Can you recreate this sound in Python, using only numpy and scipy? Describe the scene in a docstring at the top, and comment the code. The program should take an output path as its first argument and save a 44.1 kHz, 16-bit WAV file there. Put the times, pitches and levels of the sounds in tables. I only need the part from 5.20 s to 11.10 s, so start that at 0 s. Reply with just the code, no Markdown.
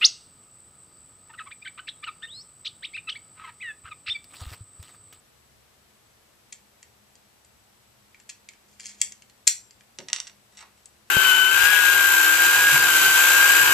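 """A small quiet room, close to a wooden table; a stereo microphone with two closely spaced ports. Over a low
hum, a plastic finger-pricking device is handled: latches snap and catches tick, ringing its casing. The used
lancet shifts three times, then a faint hiss swells just before a loud click. The lancet comes free with a
sprung snap that overloads the input. A hand knocks on the table, a finger or ring knocks the cap on it, the
lancet clatters onto it, and the cap, nudged and picked up, rubs and judders over the wood."""
import sys
import numpy as np
from scipy import signal
from scipy.fft import rfft, irfft, next_fast_len
from scipy.io import wavfile
from scipy.ndimage import uniform_filter1d

SR = 44100
rng = np.random.default_rng(int(sys.argv[2]) if len(sys.argv) > 2 else 0)


def store_pcm(level_fs):
    """Save levels as 16-bit WAV."""
    pcm = np.round(np.clip(level_fs, -1, 1) * 32767).astype(np.int16)
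    wavfile.write(sys.argv[1], SR, np.atleast_2d(pcm).T)


N = 260190
TIME = np.arange(N) / SR

# room tone, rumble to hiss: (frequency [Hz], relative density [dB])
AIR_SPECTRUM = [(15, -43), (25, -19.5), (33, -12.5), (54, -8.5), (127, -5), (170, -15), (210, -4.5),
                (275, -13), (314, -10), (775, -10), (959, -11.5), (4150, -16.5), (7860, -19.5),
                (8740, -19.5), (14500, -23)]
# room tone across the ports: (frequency [Hz], left-right likeness [0-1])
AIR_STEREO = [(30, 0.093), (80, 0.9), (200, .6), (600, 0.11), (2000, 0.055), (12000, 0.044)]
# hums and whines: (frequency [Hz], width [Hz], level [dB])
HUM_TONES = [(70.4, 6, -77), (109.7, 4.3, -81), (132.3, 52, -80.5), (203.3, 9.1, -76.5), (7870, 90, -74.5),
             (11700, 80, -78.5)]
# the low hum swells now and then: (time [s], half length [s], frequency [Hz], level [dB])
HUM_SWELLS = [(0.278, 0.17, 126, -68), (2.368, 0.088, 68, -68), (3.68, 0.34, 203.4, -71.5)]
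# latches: (time [s], level [dB], brightness [dB/octave], creep [ms], relative creep level [dB],
# favoured pitch of the creep [Hz])
LATCH_SNAPS = [(1.3274, -18.5, -1, 2.5, 3, 2300), (3.0978, -15, -2.5, 5.2, 1.5, 2680),
               (4.2749, 13, 0.5, 3.9, -8.5, 4300)]
# the casing, damped by the fingers: (frequency [Hz], width [Hz], level [dB])
CASING_MODES = [(1817, 380, -9.5), (2360, 330, -7.5), (2700, 100, -6.5), (3225, 270, -8), (4270, 120, -6.5),
                (4647, 470, -6), (5433, 1800, -8), (6095, 220, -0.5), (6760, 440, -0.5), (7505, 340, -1),
                (8070, 270, -7.5), (10130, 850, -13), (11480, 740, -24), (12890, 1400, -29.5)]
# a catch slips: (time [s], level [dB], brightness [dB/octave], favoured pitch [Hz])
CATCH_TICKS = [(1.6283, -22.5, -3, 1900), (1.954, -29.5, -1.5, 4840), (2.2472, -32.5, -3, 7850),
               (2.9453, -25, -16, 2270), (2.999, -28, -8.5, 7500), (3.2883, -16, -3, 2360),
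               (3.3342, -32, -8.5, 2600), (3.5974, -17, -8, 7370), (3.6054, -18.5, 2, 4700),
               (3.6568, -11.5, -2, 6130), (3.6664, -15, 4.5, 4650), (3.815, 8, 0, 7830),
               (3.9213, -15.5, -1.5, 6380), (4.0211, -25, -5.5, 2660), (4.0973, -30.5, -6, 4280),
               (4.5082, -26, -2, 4670), (4.608, -29, -10.5, 2120), (5.657, -21.5, 5, 8200)]
# three shifts of the lancet; in the last row a faint hiss swells just before the loud click:
# (start [s], length [s], level [dB])
CASING_HISSES = [(3.48, 0.055, -67.5), (3.615, .035, -51), (3.672, 0.03, -48), (3.806, 0.0061, -48)]
# the holder's spring: (frequency [Hz], level [dB], t60 [s])
SPRING_MODES = [(2706, -15, .15), (4346, -9, .14), (5362, -17, .23), (5797, -2, .29), (5810, -7, .3),
                (6385, -12, .22), (6884, -8, .2), (7545, -15, .6), (7670, -10, .27), (8510, -20, .32),
                (10290, -26, .26)]
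# the hand lands on the table: (time [s], level [dB])
HAND_KNOCKS = [(4.7870, -48.5), (5.3250, -76)]
# the table top: (frequency [Hz], level [dB], t60 [s])
TABLE_MODES = [(150, 1, 0.091), (210, 2, 0.074), (262, -4.5, 0.16), (371, -2.5, 0.13), (440, -7, 0.054),
               (547, -3, 0.068), (640, -15, 0.13), (748, -14, 0.16), (926, -7, 0.097)]
# a finger or ring knocks the cap on the table, with two quick rebounds; then the lancet hits the table: (time
# [s], level [dB], brightness [dB/octave], slip [ms])
WOOD_CONTACTS = [(4.787, -11.5, -1.5, .3), (4.7919, -20.5, -2, 0.69), (4.8020, -21, -8, 2),
                 (4.8846, -11.5, -3, 2.6), (4.9001, -14.5, -5, 1.5), (4.9308, 5, 1, 0.19),
                 (4.9616, -6, -1.5, 2.2), (4.9844, -14.5, -6.5, 2.5), (5.0008, -5, 2, 2.4),
                 (5.0690, -17, -1.5, 4.8), (5.0748, -17.5, 0, 3), (5.097, -25.5, -6, 1.3)]
# the loose parts against the wood: (frequency [Hz], width [Hz], level [dB])
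PART_MODES = [(1107, 1500, -15), (1493, 130, -4.5), (1940, 140, -1.5), (2810, 260, 1.5), (3710, 380, -1),
              (4600, 320, -0.5), (5350, 620, -1.5), (5670, 290, 6), (6460, 600, 0.5), (7830, 500, -3.5),
              (8700, 320, -9.5), (9600, 650, -15), (12600, 2400, -31)]
# the cap is pushed and fingered: (start [s], length [s], level [dB])
CAP_PUSHES = [(5.32, .05, -65), (5.374, 0.044, -51), (5.57, 0.036, -67), (5.74, 0.028, -70.5),
              (5.875, .025, -66)]
# reverberation: (frequency [Hz], t60 [s])
REVERB_T60 = [(150, .3), (500, .29), (1400, .25), (3500, .24), (7000, .24), (13000, .24)]
# its colour: (frequency [Hz], gain [dB])
REVERB_COLOUR = [(150, 0.5), (700, 10), (1500, 1.5), (3000, 0), (5500, -5.5), (7500, -1), (10000, -3),
                 (14000, -1)]
# its spread across the ports: (frequency [Hz], left-right likeness [0-1])
REVERB_STEREO = [(150, 0.7), (1000, 0.91), (3000, 0.35), (6000, 0.81), (12000, .3)]
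# colour of each microphone port: (frequency [Hz], gain [dB])
LEFT_RESPONSE = [(500, 2), (2000, -1), (4300, -1), (6000, -3), (7000, -0.5), (7700, 4.5), (8500, 7.5),
                 (10000, 4), (14000, 9.5)]
RIGHT_RESPONSE = [(500, 3.5), (2000, -1), (4300, 3.5), (6000, 5.5), (7000, -2.5), (7700, -3), (8500, -5.5),
                  (10000, -7), (14000, 2)]

TICK_SLIP_MS = 1.5   # slip of a tick at 0 dB


def from_db(db):
    """Decibels to gain."""
    return 10 ** (np.asarray(db) / 20)


def unit_energy(x):
    """Scale so that a channel's squares sum to one, on average."""
    return x / np.sqrt(np.mean(np.sum(x ** 2, axis=-1)) + 1e-20)


def at_hz(points, hz):
    """Read a table along a log-frequency axis."""
    points = np.array(points)
    return np.interp(np.log(np.maximum(hz, 1)), np.log(points[:, 0]), points[:, 1])


def add(track, s, sound):
    """Mix a sound in at a time."""
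    start = round(s * SR)
    track[start:start + len(sound)] += sound[:N - start]


def passband(x, kind, hz, order=2):
    """Low-pass or high-pass filter."""
    return signal.sosfilt(signal.butter(order, hz, kind, fs=SR, output="sos"), x)


def coloured(x, spectrum):
    """Causal (minimum-phase) filter with the given dB curve."""
    size = next_fast_len(x.shape[-1] + SR // 2, True)
    gain = from_db(at_hz(spectrum, np.fft.rfftfreq(size, 1 / SR)))
    cepstrum = irfft(np.log(gain), size)
    cepstrum[1:size // 2] *= 2
    cepstrum[size // 2 + 1:] = 0
    return irfft(rfft(x, size) * np.exp(rfft(cepstrum)), size)[..., :x.shape[-1]]


def resonance(x, hz, width):
    """Two-pole band-pass, gain one at the top."""
    r = np.exp(-np.pi * width / SR)
    feedback = [1, -2 * r * np.cos(2 * np.pi * hz / SR), r * r]
    return signal.lfilter(np.array([1, 0, -1]) * (1 - r * r) / 2, feedback, x + 1e-18)


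def stereo_noise(likeness, size):
    """White noise in two channels that agree as far as the table says."""
    alike = np.clip(at_hz(likeness, np.fft.rfftfreq(size, 1 / SR)), -1, 1)
    mid, side = rfft(rng.standard_normal((2, size)))
    return irfft(np.sqrt(1 + alike) * mid + np.sqrt(1 - alike) * side * [[1], [-1]], size)


def hum(hz, width):
    """A wavering tone of rms one: a narrow band of noise."""
    band = resonance(stereo_noise(AIR_STEREO, N), hz, width)
    return np.sqrt(N) * unit_energy(resonance(band, hz, width))


def room_tone(air_db=-59.75, lean_db=0.98):
    """Rumble and hiss with wavering hums and two faint electronic whines, a little to the left."""
    air = coloured(stereo_noise(AIR_STEREO, N), AIR_SPECTRUM)
    sound = from_db(air_db) * np.sqrt(N) * unit_energy(air)
    for hz, width, db in HUM_TONES:
        sound += from_db(db) * hum(hz, width)
    for s, half_length, hz, db in HUM_SWELLS:
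        swell = np.exp(-((TIME - s) / half_length) ** 2)
        sound += from_db(db) * swell * hum(hz, width=10)
    return sound * from_db([[lean_db], [-lean_db]])


def slip(slip_ms, grit, grain_hz=900):
    """Force of one contact: a sharp edge, then dying roughness with no broad colour of its own."""
    t = TIME[:SR // 20]
    roughness = rng.standard_normal(len(t)) * np.exp(-t / (slip_ms / 1000))
    force = grit * slip_ms * unit_energy(roughness)
    force[0] += 1
    hz = np.fft.rfftfreq(len(t), 1 / SR)
    power = uniform_filter1d(abs(rfft(force)) ** 2, max(1, round(grain_hz / hz[1])))
    flattening = np.column_stack([hz, -10 * np.log10(power)])[1:]
    return coloured(force, flattening)


def body(force, modes, low_hz, tilt, favoured_hz, favour_db, reach_octaves=0.072):
    """Modes in parallel; the place of contact favours some, and a small body radiates no bass."""
    sound = 0
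    for k, (hz, width, db) in enumerate(modes):
        octaves = np.log2(hz / favoured_hz)
        near = np.exp(-(octaves / reach_octaves) ** 2)
        gain = from_db(db + tilt * octaves + favour_db * near)
        sound = sound + (-1) ** k * gain * resonance(force, hz, width)
    return unit_energy(passband(sound, "high", low_hz))


def with_room_send(sound, room_db):
    """Two rows: the direct sound and the share that feeds the room."""
    return np.array([sound, sound * from_db(room_db)])


def clicks(contacts, modes, low_hz, grit, favour_db, contact_hz, db_per_octave, room_db):
    """Contacts ring a body, harder ones up to a higher pitch."""
    sound = np.zeros(N)
    for s, db, tilt, slip_ms, favoured_hz in contacts:
        top_hz = np.clip(contact_hz * 2 ** (db / db_per_octave), 3000, 18000)
        force = passband(slip(slip_ms, grit), "low", top_hz, order=6)
        add(sound, s, from_db(db) * body(force, modes, low_hz, tilt, favoured_hz, favour_db))
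    return with_room_send(sound, room_db)


def latch_snaps():
    """Each latch rings the casing with five quick contacts."""
    contacts = []   # (time [s], level [dB], brightness [dB/octave], slip [ms], favoured pitch [Hz])
    for s, db, tilt, creep_ms, creep_db, creep_hz in LATCH_SNAPS:
        creep_s, creep_tilt = s - creep_ms / 1000, tilt - 1.5
        contacts += [(creep_s - .002, db + creep_db - 15.5, creep_tilt, TICK_SLIP_MS, 4300),   # gives
                     (creep_s, db + creep_db, creep_tilt, creep_ms, creep_hz),   # creeps
                     (s, db, tilt, 1.4, 7320),   # lets go
                     (s + .002, db - .5, tilt, .9, 4300),   # hits its stop
                     (s + .0073, db - 9.5, tilt + 7, 6.2, 6900)]   # rebounds
    return clicks(contacts, CASING_MODES, low_hz=2092, grit=1.1, favour_db=8,
                  contact_hz=13000, db_per_octave=90, room_db=-6)


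def catch_ticks(slip_halves_db=50):
    """Catches slip and ring the casing once each; harder ticks are over sooner."""
    contacts = [(s, db, tilt, TICK_SLIP_MS * 2 ** (-db / slip_halves_db), hz)
                for s, db, tilt, hz in CATCH_TICKS]
    return clicks(contacts, CASING_MODES, low_hz=1980, grit=0.94, favour_db=10,
                  contact_hz=14100, db_per_octave=59, room_db=-5.5)


def strokes(rows, attack_s, release_s):
    """Gain of short strokes: each swells, holds and dies away."""
    gain = np.zeros(N)
    for s, length, db in rows:
        before, after = np.maximum(s - TIME, 0), np.maximum(TIME - s - length, 0)
        gain = np.maximum(gain, from_db(db) * np.exp(-before / attack_s - after / release_s))
    return gain


def grainy_hiss(gain, modes, low_hz, high_hz, tilt, squeak_hz, squeak_db, slips_per_s, room_db):
    """Dense, uneven impulses, as when plastic sticks and slips, ring a body and favour one mode."""
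    slips = (rng.random(N) < slips_per_s / SR) * rng.standard_normal(N)
    force = passband(slips, "low", high_hz)
    sound = np.sqrt(N) * body(force, modes, low_hz, tilt, squeak_hz, squeak_db) * gain
    return with_room_send(sound, room_db)


def casing_hisses():
    """Three shifts of the lancet sound the casing; then a faint hiss swells just before the loud click."""
    gain = strokes(CASING_HISSES, attack_s=0.013, release_s=0.03)
    return grainy_hiss(gain, CASING_MODES, low_hz=1700, high_hz=8000, tilt=-.5,
                       squeak_hz=6100, squeak_db=0.5, slips_per_s=1300, room_db=0.5)


def ringing(blows, modes, low_hz, room_db):
    """Long-lived modes, struck a little differently by each blow."""
    sound, t = np.zeros(N), TIME[:SR]
    for s, blow_db in blows:
        for k, (hz, db, t60) in enumerate(modes):
            gain = from_db(blow_db + db + rng.normal(0, 1))
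            fade = 10 ** (-3 * t / t60)
            add(sound, s, (-1) ** k * gain * fade * np.sin(2 * np.pi * hz * t))
    return with_room_send(passband(sound, "high", low_hz), room_db)


def holder_spring(blow_db=-27.5):
    """The last snap frees the holder's spring, which rings on."""
    freed_s = LATCH_SNAPS[-1][0]
    return ringing([(freed_s, blow_db)], SPRING_MODES, low_hz=300, room_db=-14.5)


def hand_knocks():
    """The hand lands and rings the low modes of the table top."""
    return ringing(HAND_KNOCKS, TABLE_MODES, low_hz=129, room_db=-2.5)


def table_clatter(favoured_hz=6200):
    """A finger or ring knocks the cap on the wood, then the lancet drops and bounces on it; every contact
    favours the same pitch."""
    contacts = [(s, db, tilt, slip_ms, favoured_hz) for s, db, tilt, slip_ms in WOOD_CONTACTS]
    return clicks(contacts, PART_MODES, low_hz=900, grit=1, favour_db=0.5,
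                  contact_hz=11300, db_per_octave=124, room_db=-6.5)


def cap_pushes():
    """The cap rubs with a thin squeak as it is pushed over the wood and fingered."""
    gain = strokes(CAP_PUSHES, attack_s=0.0038, release_s=0.0086)
    return grainy_hiss(gain, PART_MODES, low_hz=700, high_hz=11100, tilt=-5.5,
                       squeak_hz=8020, squeak_db=15.5, slips_per_s=1700, room_db=-11)


def cap_judder(start_s=5.3714, step_s=.0182, db=-24, slip_ms=2.7, favoured_hz=3600):
    """The nudged cap catches on the wood in four even steps, duller at each."""
    tilt, dulling = 3.3, 8.2   # dB per octave: at first, and lost per step
    contacts = [(start_s + k * step_s, db, tilt - k * dulling, slip_ms, favoured_hz) for k in range(4)]
    return clicks(contacts, PART_MODES, low_hz=990, grit=0.6, favour_db=4,
                  contact_hz=11000, db_per_octave=124, room_db=-0.5)


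def room(x, first_echo_s=0.0018, build_s=0.0012, near_db=-2.5, near_fade_s=0.0072):
    """Table and chest send back a quick cluster of echoes; the walls' tail dies away band by band."""
    t = TIME[:SR * 2 // 3]
    noise = rfft(stereo_noise(REVERB_STEREO, len(t)))
    hz = np.fft.rfftfreq(len(t), 1 / SR)
    edges = np.geomspace(60, 16000, 25)
    onset = np.clip((t - first_echo_s) / build_s, 0, 1)
    near_echoes = 1 + from_db(near_db) * np.exp(-t / near_fade_s)
    tail = 0
    for low, high in zip(edges, edges[1:]):
        fade = 10 ** (-3 * t / at_hz(REVERB_T60, np.sqrt(low * high)))
        band = irfft(noise * ((hz >= low) & (hz < high)), len(t))
        tail = tail + np.sqrt(high - low) * unit_energy(band * fade * onset * near_echoes)
    response = coloured(unit_energy(tail), REVERB_COLOUR)
    return signal.fftconvolve(x[None], response, axes=1)[:, :N]


def at_ports(x, lean_db):
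    """Direct sound at the microphone: the left port gets it louder and a sample later."""
    return np.array([np.roll(x, 1), x]) * from_db([[lean_db], [-lean_db]])


def scene():
    """Device, table and room, heard through two closely spaced ports."""
    device, device_send = catch_ticks() + latch_snaps() + holder_spring() + casing_hisses()
    table, table_send = table_clatter() + cap_judder() + hand_knocks() + cap_pushes()
    direct = at_ports(device, lean_db=1.7) + at_ports(table, lean_db=0.5)
    left, right = direct + room(device_send + table_send)
    return np.array([coloured(left, LEFT_RESPONSE), coloured(right, RIGHT_RESPONSE)]) + room_tone()


def record(dry):
    """The loudest snap overloads the input, a little earlier on its upward swings; the top is cut."""
    overloaded = np.clip(dry, -.97, .87)
    cutoff_hz = 14700
    return signal.sosfilt(signal.ellip(10, .2, 70, cutoff_hz, fs=SR, output="sos"), overloaded)


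dry = scene()
out = record(dry)
store_pcm(out)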